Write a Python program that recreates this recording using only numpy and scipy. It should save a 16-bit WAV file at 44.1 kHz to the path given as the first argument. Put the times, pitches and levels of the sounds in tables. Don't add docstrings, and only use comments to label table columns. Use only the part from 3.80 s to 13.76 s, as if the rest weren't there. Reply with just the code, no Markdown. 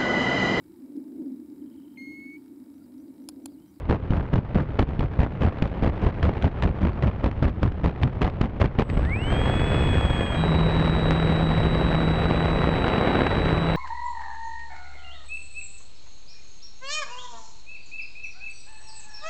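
import sys
import numpy as np
from scipy import signal
from scipy.fft import rfft, irfft, next_fast_len
from scipy.io import wavfile
from scipy.ndimage import uniform_filter1d, minimum_filter1d

SR = 44100
rng = np.random.default_rng(int(sys.argv[2]) if len(sys.argv) > 2 else 0)


def transcribe(signal):
    frames = np.atleast_2d(signal).T
    limited = np.clip(frames, -1, 1)
    pcm = np.round(limited * 32767).astype(np.int16)
    wavfile.write(sys.argv[1], SR, pcm)


def voltage_ratio(level):
    return 10 ** (np.asarray(level, float) / 20)


N = 439236
T = np.arange(N) / SR
SLOTS, BLADES = 48, 2

# start_s, body_db [dB], rumble_db [dB], length_s
WAKES = [(0.084, -15, -18, 0.075), (0.301, -19.5, -20.5, 0.13), (0.522, -19, -17, 0.077),
         (0.746, -17, -18, 0.082), (0.981, -11.5, -12, 0.051), (1.196, -21, -18, 0.062),
         (1.382, -18.5, -19.5, 0.096), (1.602, -16.5, -17, 0.1), (1.814, -19, -21, 0.062),
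         (2.019, -16.5, -19.5, 0.091), (2.218, -17.5, -18, 0.084), (2.418, -17, -18, 0.097),
         (2.626, -16.5, -16.5, 0.059), (2.82, -17.5, -15.5, 0.091), (3.007, -19, -17, 0.098),
         (3.217, -17, -17, 0.082), (3.429, -16, -18.5, 0.063), (3.616, -15, -16.5, 0.078),
         (3.814, -20, -18, 0.08), (4.029, -18.5, -18.5, 0.074), (4.207, -23, -18, 0.08),
         (4.405, -16, -20, 0.078), (4.604, -17, -19, 0.071), (4.795, -13.5, -17, 0.079),
         (4.98, -12, -20, 0.052), (5.084, -26, -23, 0.074)]


def evened(x):
    return x / np.sqrt(np.mean(x ** 2) + 1e-20)


def columns(rows):
    s, *values = np.transpose(rows)
    return [np.interp(T, s, v) for v in values]


def wander(hz):
    lowpass = signal.butter(2, hz, fs=SR, output="sos")
    return evened(signal.sosfilt(lowpass, rng.standard_normal(N)))


def coloured(x, lo_hz, hi_hz):
    # pitch_hz, density_db [dB per Hz]
    turbulence = [(12, -45), (30, -36), (70, -31.5), (200, -39.5), (500, -44), (1000, -50), (2000, -57.5),
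                  (3000, -65), (4200, -75.5), (6000, -90), (9000, -104), (12000, -115), (12600, -130),
                  (15000, -140)]
    size = next_fast_len(N)
    hz = np.fft.rfftfreq(size, 1 / SR) + 1
    f, db = np.transpose(turbulence)
    spectrum = voltage_ratio(np.interp(np.log(hz), np.log(f), db))
    edges = 1 / np.sqrt((1 + (lo_hz / hz) ** 4) * (1 + (hz / hi_hz) ** 4))
    return irfft(rfft(x, size) * spectrum * edges, size)[:N]


def wakes():
    rise_s = 0.006
    power = np.zeros((4, N))
    for s, body_db, rumble_db, length_s in WAKES:
        at = slice(max(round((s - .03) * SR), 0), round((s + .25) * SR))
        t = T[at] - s
        rise = 1 / (1 + np.exp(-(t - rise_s) / (0.19 * rise_s + 1e-4)))
        shape = rise * np.exp(-(np.maximum(t, 0) / length_s) ** 4.95)
        fizz_db = body_db - 37.5 + 0.6 * s - 11.5
        levels_db = np.array([rumble_db - 1.0, body_db - 12.5, fizz_db])
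        power[:3, at] += (voltage_ratio(levels_db)[:, None] * shape) ** 2
        power[3, at] += (voltage_ratio(fizz_db - 91 * t) * shape) ** 2
    return power


def lulls():
    s, length_s = np.array(WAKES)[:-2, [0, 3]].T[:, :, None]
    lull_s, lull_width_s, lull_db = .035, 0.041, -1
    swell_s, swell_width_s, swell_db = .16, 0.038, 2
    coarse = np.arange(0, N / SR, .002)
    t = coarse - s
    lull = lull_db * np.exp(-((t - length_s - lull_s) / lull_width_s) ** 2)
    swell = swell_db * np.exp(-((t - swell_s) / swell_width_s) ** 2)
    return np.interp(T, coarse, (lull + swell).sum(axis=0))


def stream():
    # start_s, strength_db [dB], fineness_db [dB]
    air_flow = [(0, -43, -2.5), (1.3, -41.5, -3), (1.8, -38, -0.5), (3.3, -40, -1), (3.6, -42.5, -5),
                (5.06, -42, -1.5), (5.2, -35, -5), (5.4, -38, -2.5), (5.52, -30.5, -0.5),
                (6.2, -29.5, -2.5), (6.5, -31, 2), (6.85, -28.5, 1.5), (7.4, -29, 2.5), (8.4, -28.5, 3),
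                (8.9, -27, 5), (9.3, -25, 12), (9.62, -26.5, 3), (9.96, -27.5, 7.5)]
    calm_db, calm_rumble_db, calm_fizz_db = -40, -34, -73.5
    strength_db, fine_db = columns(air_flow)
    strength_db = strength_db + lulls()
    above_db = strength_db - calm_db
    rumble_db = calm_rumble_db + 0.87 * above_db - fine_db
    fizz_db = calm_fizz_db + 1.377 * above_db - 0.1 * fine_db
    sizzle_db = fizz_db - 0.7 * fine_db
    return voltage_ratio(np.array([rumble_db, strength_db, fizz_db, sizzle_db])) ** 2


def air(beat):
    even, wake = stream(), wakes()
    rumble, body, fizz = np.sqrt(even + wake)[:3]
    sizzle = np.sqrt(voltage_ratio(-4) * even[3] + voltage_ratio(16.5) * wake[3])

    large = coloured(rng.standard_normal(N) * voltage_ratio(1.1 * wander(25)), 5, 190)
    large = evened(large / uniform_filter1d(large ** 2, size=3500) ** .3)
    swing = rumble * large + 1.9 * beat
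    crest = np.clip(swing / np.sqrt(uniform_filter1d(swing ** 2, size=3000) + 1e-9), -2.5, 2.5)

    gusty = np.clip(wander(120), -2.2, 2.2) * (0.75 + 0.51 * wake[1] / body ** 2)
    middle_drive = rng.standard_normal(N) * voltage_ratio(1.8 * crest + 3.33 * gusty)
    fine_drive = rng.standard_normal(N) * voltage_ratio(2.3 * crest + 3.7 * gusty)
    middle = evened(coloured(middle_drive, 185, 1300))
    middle = evened(middle + 0.036 * (middle ** 2 - uniform_filter1d(middle ** 2, size=400)))
    fine = evened(coloured(fine_drive, 1565, 3700))
    finest = evened(coloured(fine_drive, 6900, 30000))

    low = voltage_ratio(2.0) * rumble * large + voltage_ratio(2.5) * body * middle
    crests = low + 0.39 * (low ** 2 - uniform_filter1d(low ** 2, size=1500))

    deep_hz = 46.3
    above = signal.butter(2, deep_hz, "high", fs=SR, output="sos")
    below = signal.butter(2, deep_hz, "low", fs=SR, output="sos")
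    surge = evened(signal.sosfilt(below, large[::-1]))
    deep = np.sqrt(even[0] + voltage_ratio(-15) * wake[0]) * surge
    small = voltage_ratio(22.5) * fizz * fine + voltage_ratio(6.0) * sizzle * finest
    return signal.sosfilt(above, crests) + voltage_ratio(-4) * deep + small


def eddies():
    # start_s, crack_db [dB], push_db [dB]
    bursts = [(0.097, -24.5, -11.5), (0.3057, -26, -8), (0.558, -25, -12), (0.7459, -26, -17),
              (0.9918, -18, -26), (1.193, -21, -10), (1.403, -22, -4.5), (1.6814, -36.5, -11.5),
              (1.8229, -16.5, -4), (2.0248, -31, -8), (2.2168, -29, -25), (2.4278, -16, -25),
              (2.623, -19, -22.5), (2.653, -22.5, -7.5), (2.823, -16.5, -28), (2.8346, -15.5, -22),
              (3.224, -22.5, -31.5), (3.271, -26.5, -16), (3.4433, -35, -36), (3.6253, -38, -13),
              (3.8298, -17.5, -20), (4.0442, -35.5, -15), (4.2322, -14, -36), (4.42, -30, -23),
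              (4.613, -14.5, -8), (4.809, -20.5, -30), (4.857, -22, -14.5), (4.9865, -18.5, -8.5),
              (5.099, -21.5, -19), (5.1736, -23, -8.5),
              (0.369, -29, -26), (0.426, -33.5, -24), (0.821, -34, -22), (1.0884, -32, -18),
              (1.874, -29.5, -26), (2.5356, -31, -22), (3.1308, -35.5, -28), (3.5126, -29.5, -21),
              (3.9198, -32, -20), (4.111, -35, -20), (4.498, -30.5, -29), (5.25, -26.5, -20)]
    crack, push = np.zeros(N), np.zeros(N)
    t = np.arange(-200, 900) / SR
    for s, crack_db, push_db in bursts:
        at = slice(round(s * SR) - 200, round(s * SR) + 900)
        crack[at] += voltage_ratio(crack_db) * np.exp(-abs(t - .001) / np.where(t < .001, .0005, .0025))
        push[at] += voltage_ratio(push_db) * np.exp(-abs((t - .0015) / 0.0012) ** 2.5)
    noise = rng.standard_normal(N) * crack
    dull, bright = coloured(noise, 1000, 5500), coloured(noise, 4600, 30000)
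    restore = np.sqrt(np.mean(noise ** 2) / np.mean(dull ** 2))
    return (voltage_ratio(-8.5) * dull + bright) * restore + push


def shaft(leg):
    return 2 * np.pi * np.cumsum(columns(leg)[0]) / SLOTS / SR


def blades(leg, beat_level, peaked):
    angle = BLADES * shaft(leg) + 4.93 + 0.044 * wander(21)
    on = (T > beat_level[0][0]) & (T < beat_level[-1][0])
    beat = np.sqrt(2) * (np.cos(angle) + peaked * np.cos(2 * angle)) * on
    return beat * voltage_ratio(columns(beat_level)[0] + 1.2 * wander(2.9))


def motor(leg, orders, sides):
    switch_hz = 8004.5
    angle, carrier = shaft(leg), 2 * np.pi * switch_hz * T
    whine_db, switch_db = columns(leg)[1:]
    start_s, end_s = leg[0][0], leg[-1][0]
    on = np.interp(T, [start_s - .01, start_s, end_s, end_s + .01], [0, 1, 1, 0])
    whine = voltage_ratio(whine_db + .5 * wander(20)) * np.cos(SLOTS * angle + 0.19 * wander(32))

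    shake = wander(35)
    lines = np.zeros(N)
    for k, db in orders:
        strength = voltage_ratio(db + 1.8 * np.roll(shake, 997 * k))
        lines += strength * np.cos(k * angle + .6 * np.roll(shake, -997 * k))

    light = voltage_ratio(np.minimum(0.3 * (switch_db.max() - switch_db), 9))
    side_tones = sum(voltage_ratio(db) * np.cos(carrier + k * angle) for k, db in sides)
    switching = np.cos(carrier) + light * side_tones
    skirt = voltage_ratio(-32.5) * wander(250) * np.cos(carrier)
    drive = voltage_ratio(switch_db + 5.5 + 0.69 * wander(25)) * (light * lines + switching + skirt)

    hiss_band = signal.butter(8, [5300, 12150], "band", fs=SR, output="sos")
    hiss = signal.sosfilt(hiss_band, rng.standard_normal(N))
    return on * (np.sqrt(2) * (whine + drive) + voltage_ratio(.5 * switch_db - 42.0) * hiss)


def ticks():
    # start_s, peak_db [dB], rise_ms, fall_ms
    spikes = [(7.3088, -6, .2, .085), (7.805, -10, .3, .25), (8.4564, -12, .3, .2), (8.606, -9, .25, .17),
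              (9.0817, -6, .3, .11), (9.3917, -6, .5, .16), (9.4105, -8, .5, .4), (9.4668, -6, .25, .12)]
    out, t = np.zeros(N), np.arange(-200, 200) / SR
    for s, db, rise_ms, fall_ms in spikes:
        shape = np.exp(-(1000 * t / np.where(t < 0, rise_ms, fall_ms)) ** 2)
        out[round(s * SR) - 200:][:len(t)] += voltage_ratio(db) * shape
    return out


def scene():
    # start_s, whine_hz (slot whine), whine_db [dB], switching_db [dB]
    spin_up = [(5.04, 200, -90, -85), (5.1, 500, -75, -72), (5.2, 1250, -56, -72), (5.248, 1683, -39, -75),
               (5.296, 1999, -39, -77), (5.336, 2262, -27, -72), (5.378, 2560, -40, -69),
               (5.43, 2895, -40, -66), (5.508, 3146, -40, -64)]
    climb_leg = [(5.58, 3250, -40, -63.5), (5.72, 3345, -40, -63), (5.87, 3389, -39.5, -61.5),
                 (6.134, 3349, -38, -61), (6.426, 3294, -37.5, -60.5), (6.53, 3256, -39, -63),
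                 (6.62, 3240, -44, -68), (6.7, 3232, -66, -88)]
    cruise_leg = [(6.52, 3880, -70, -90), (6.58, 3879, -44, -80), (6.66, 3879, -39, -72),
                  (7.33, 3876, -39.5, -71), (8.4, 3897, -40.3, -71.5), (8.49, 3911, -41.3, -72),
                  (9.35, 3894, -40.2, -72), (9.6, 3905, -40.3, -72), (9.96, 3911, -41, -71.5)]
    # start_s, level_db [dB]
    climb_beat = [(5.071, -55), (5.11, -34.5), (5.25, -20), (5.38, -30), (5.44, -40), (5.6, -33),
                  (6.7, -54)]
    cruise_beat = [(6.52, -58), (6.599, -25), (6.7, -22), (7.2, -24.5), (8.92, -27.5), (8.981, -43),
                   (9.55, -38.5), (9.629, -29.5), (9.96, -24.5)]
    # shaft_order [turns], level_db [dB against the switching tone]
    climb_orders = [(25, 10), (28, 4), (32, 5), (36, 11.5), (96, -15), (144, -28)]
    cruise_orders = [(21, 8), (24, 14), (72, -17), (96, -21), (120, -27), (138, -35), (141, -33),
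                     (144, -26)]
    # offset [shaft orders], level_db [dB against the switching tone]
    climb_sides = [(-48, -20), (-24, -26), (-2, -21), (-1, -28), (1, -30), (2, -19), (24, -30), (48, -26)]
    cruise_sides = [(-48, -3), (-24, -12), (-16, -22), (-2, -15), (-1, -22), (1, -18), (2, -17), (3, -27),
                    (16, -31), (24, -22), (48, -28)]

    first_leg = spin_up + climb_leg
    climb = blades(first_leg, climb_beat, peaked=.35)
    cruise = blades(cruise_leg, cruise_beat, peaked=.08)
    engine = motor(first_leg, climb_orders, climb_sides) + motor(cruise_leg, cruise_orders, cruise_sides)
    mix = air(climb + cruise) + eddies() + ticks() + climb + cruise + engine
    return mix[None]


def band_limit(x):
    return signal.sosfilt(signal.butter(12, 16000, fs=SR, output="sos"), x)


def record(dry):
    duck_from_db, duck_share, recovers_db_per_s = -14, 0.37, 21.5
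    peak_db = 10 * np.log10(abs(uniform_filter1d(dry ** 2, size=90)) + 1e-12)
    fall_db = T * recovers_db_per_s
    held_db = np.maximum.accumulate(peak_db + fall_db, axis=1) - fall_db
    over_db = np.maximum(held_db - duck_from_db, 0)
    ducked = dry / voltage_ratio(duck_share * uniform_filter1d(over_db, size=400, origin=199))
    room = np.minimum(.495 / (abs(ducked) + 1e-9), 1)
    limited = ducked * uniform_filter1d(minimum_filter1d(room, size=41), size=21)
    return band_limit(limited)


dry = scene()
out = record(dry)
transcribe(out)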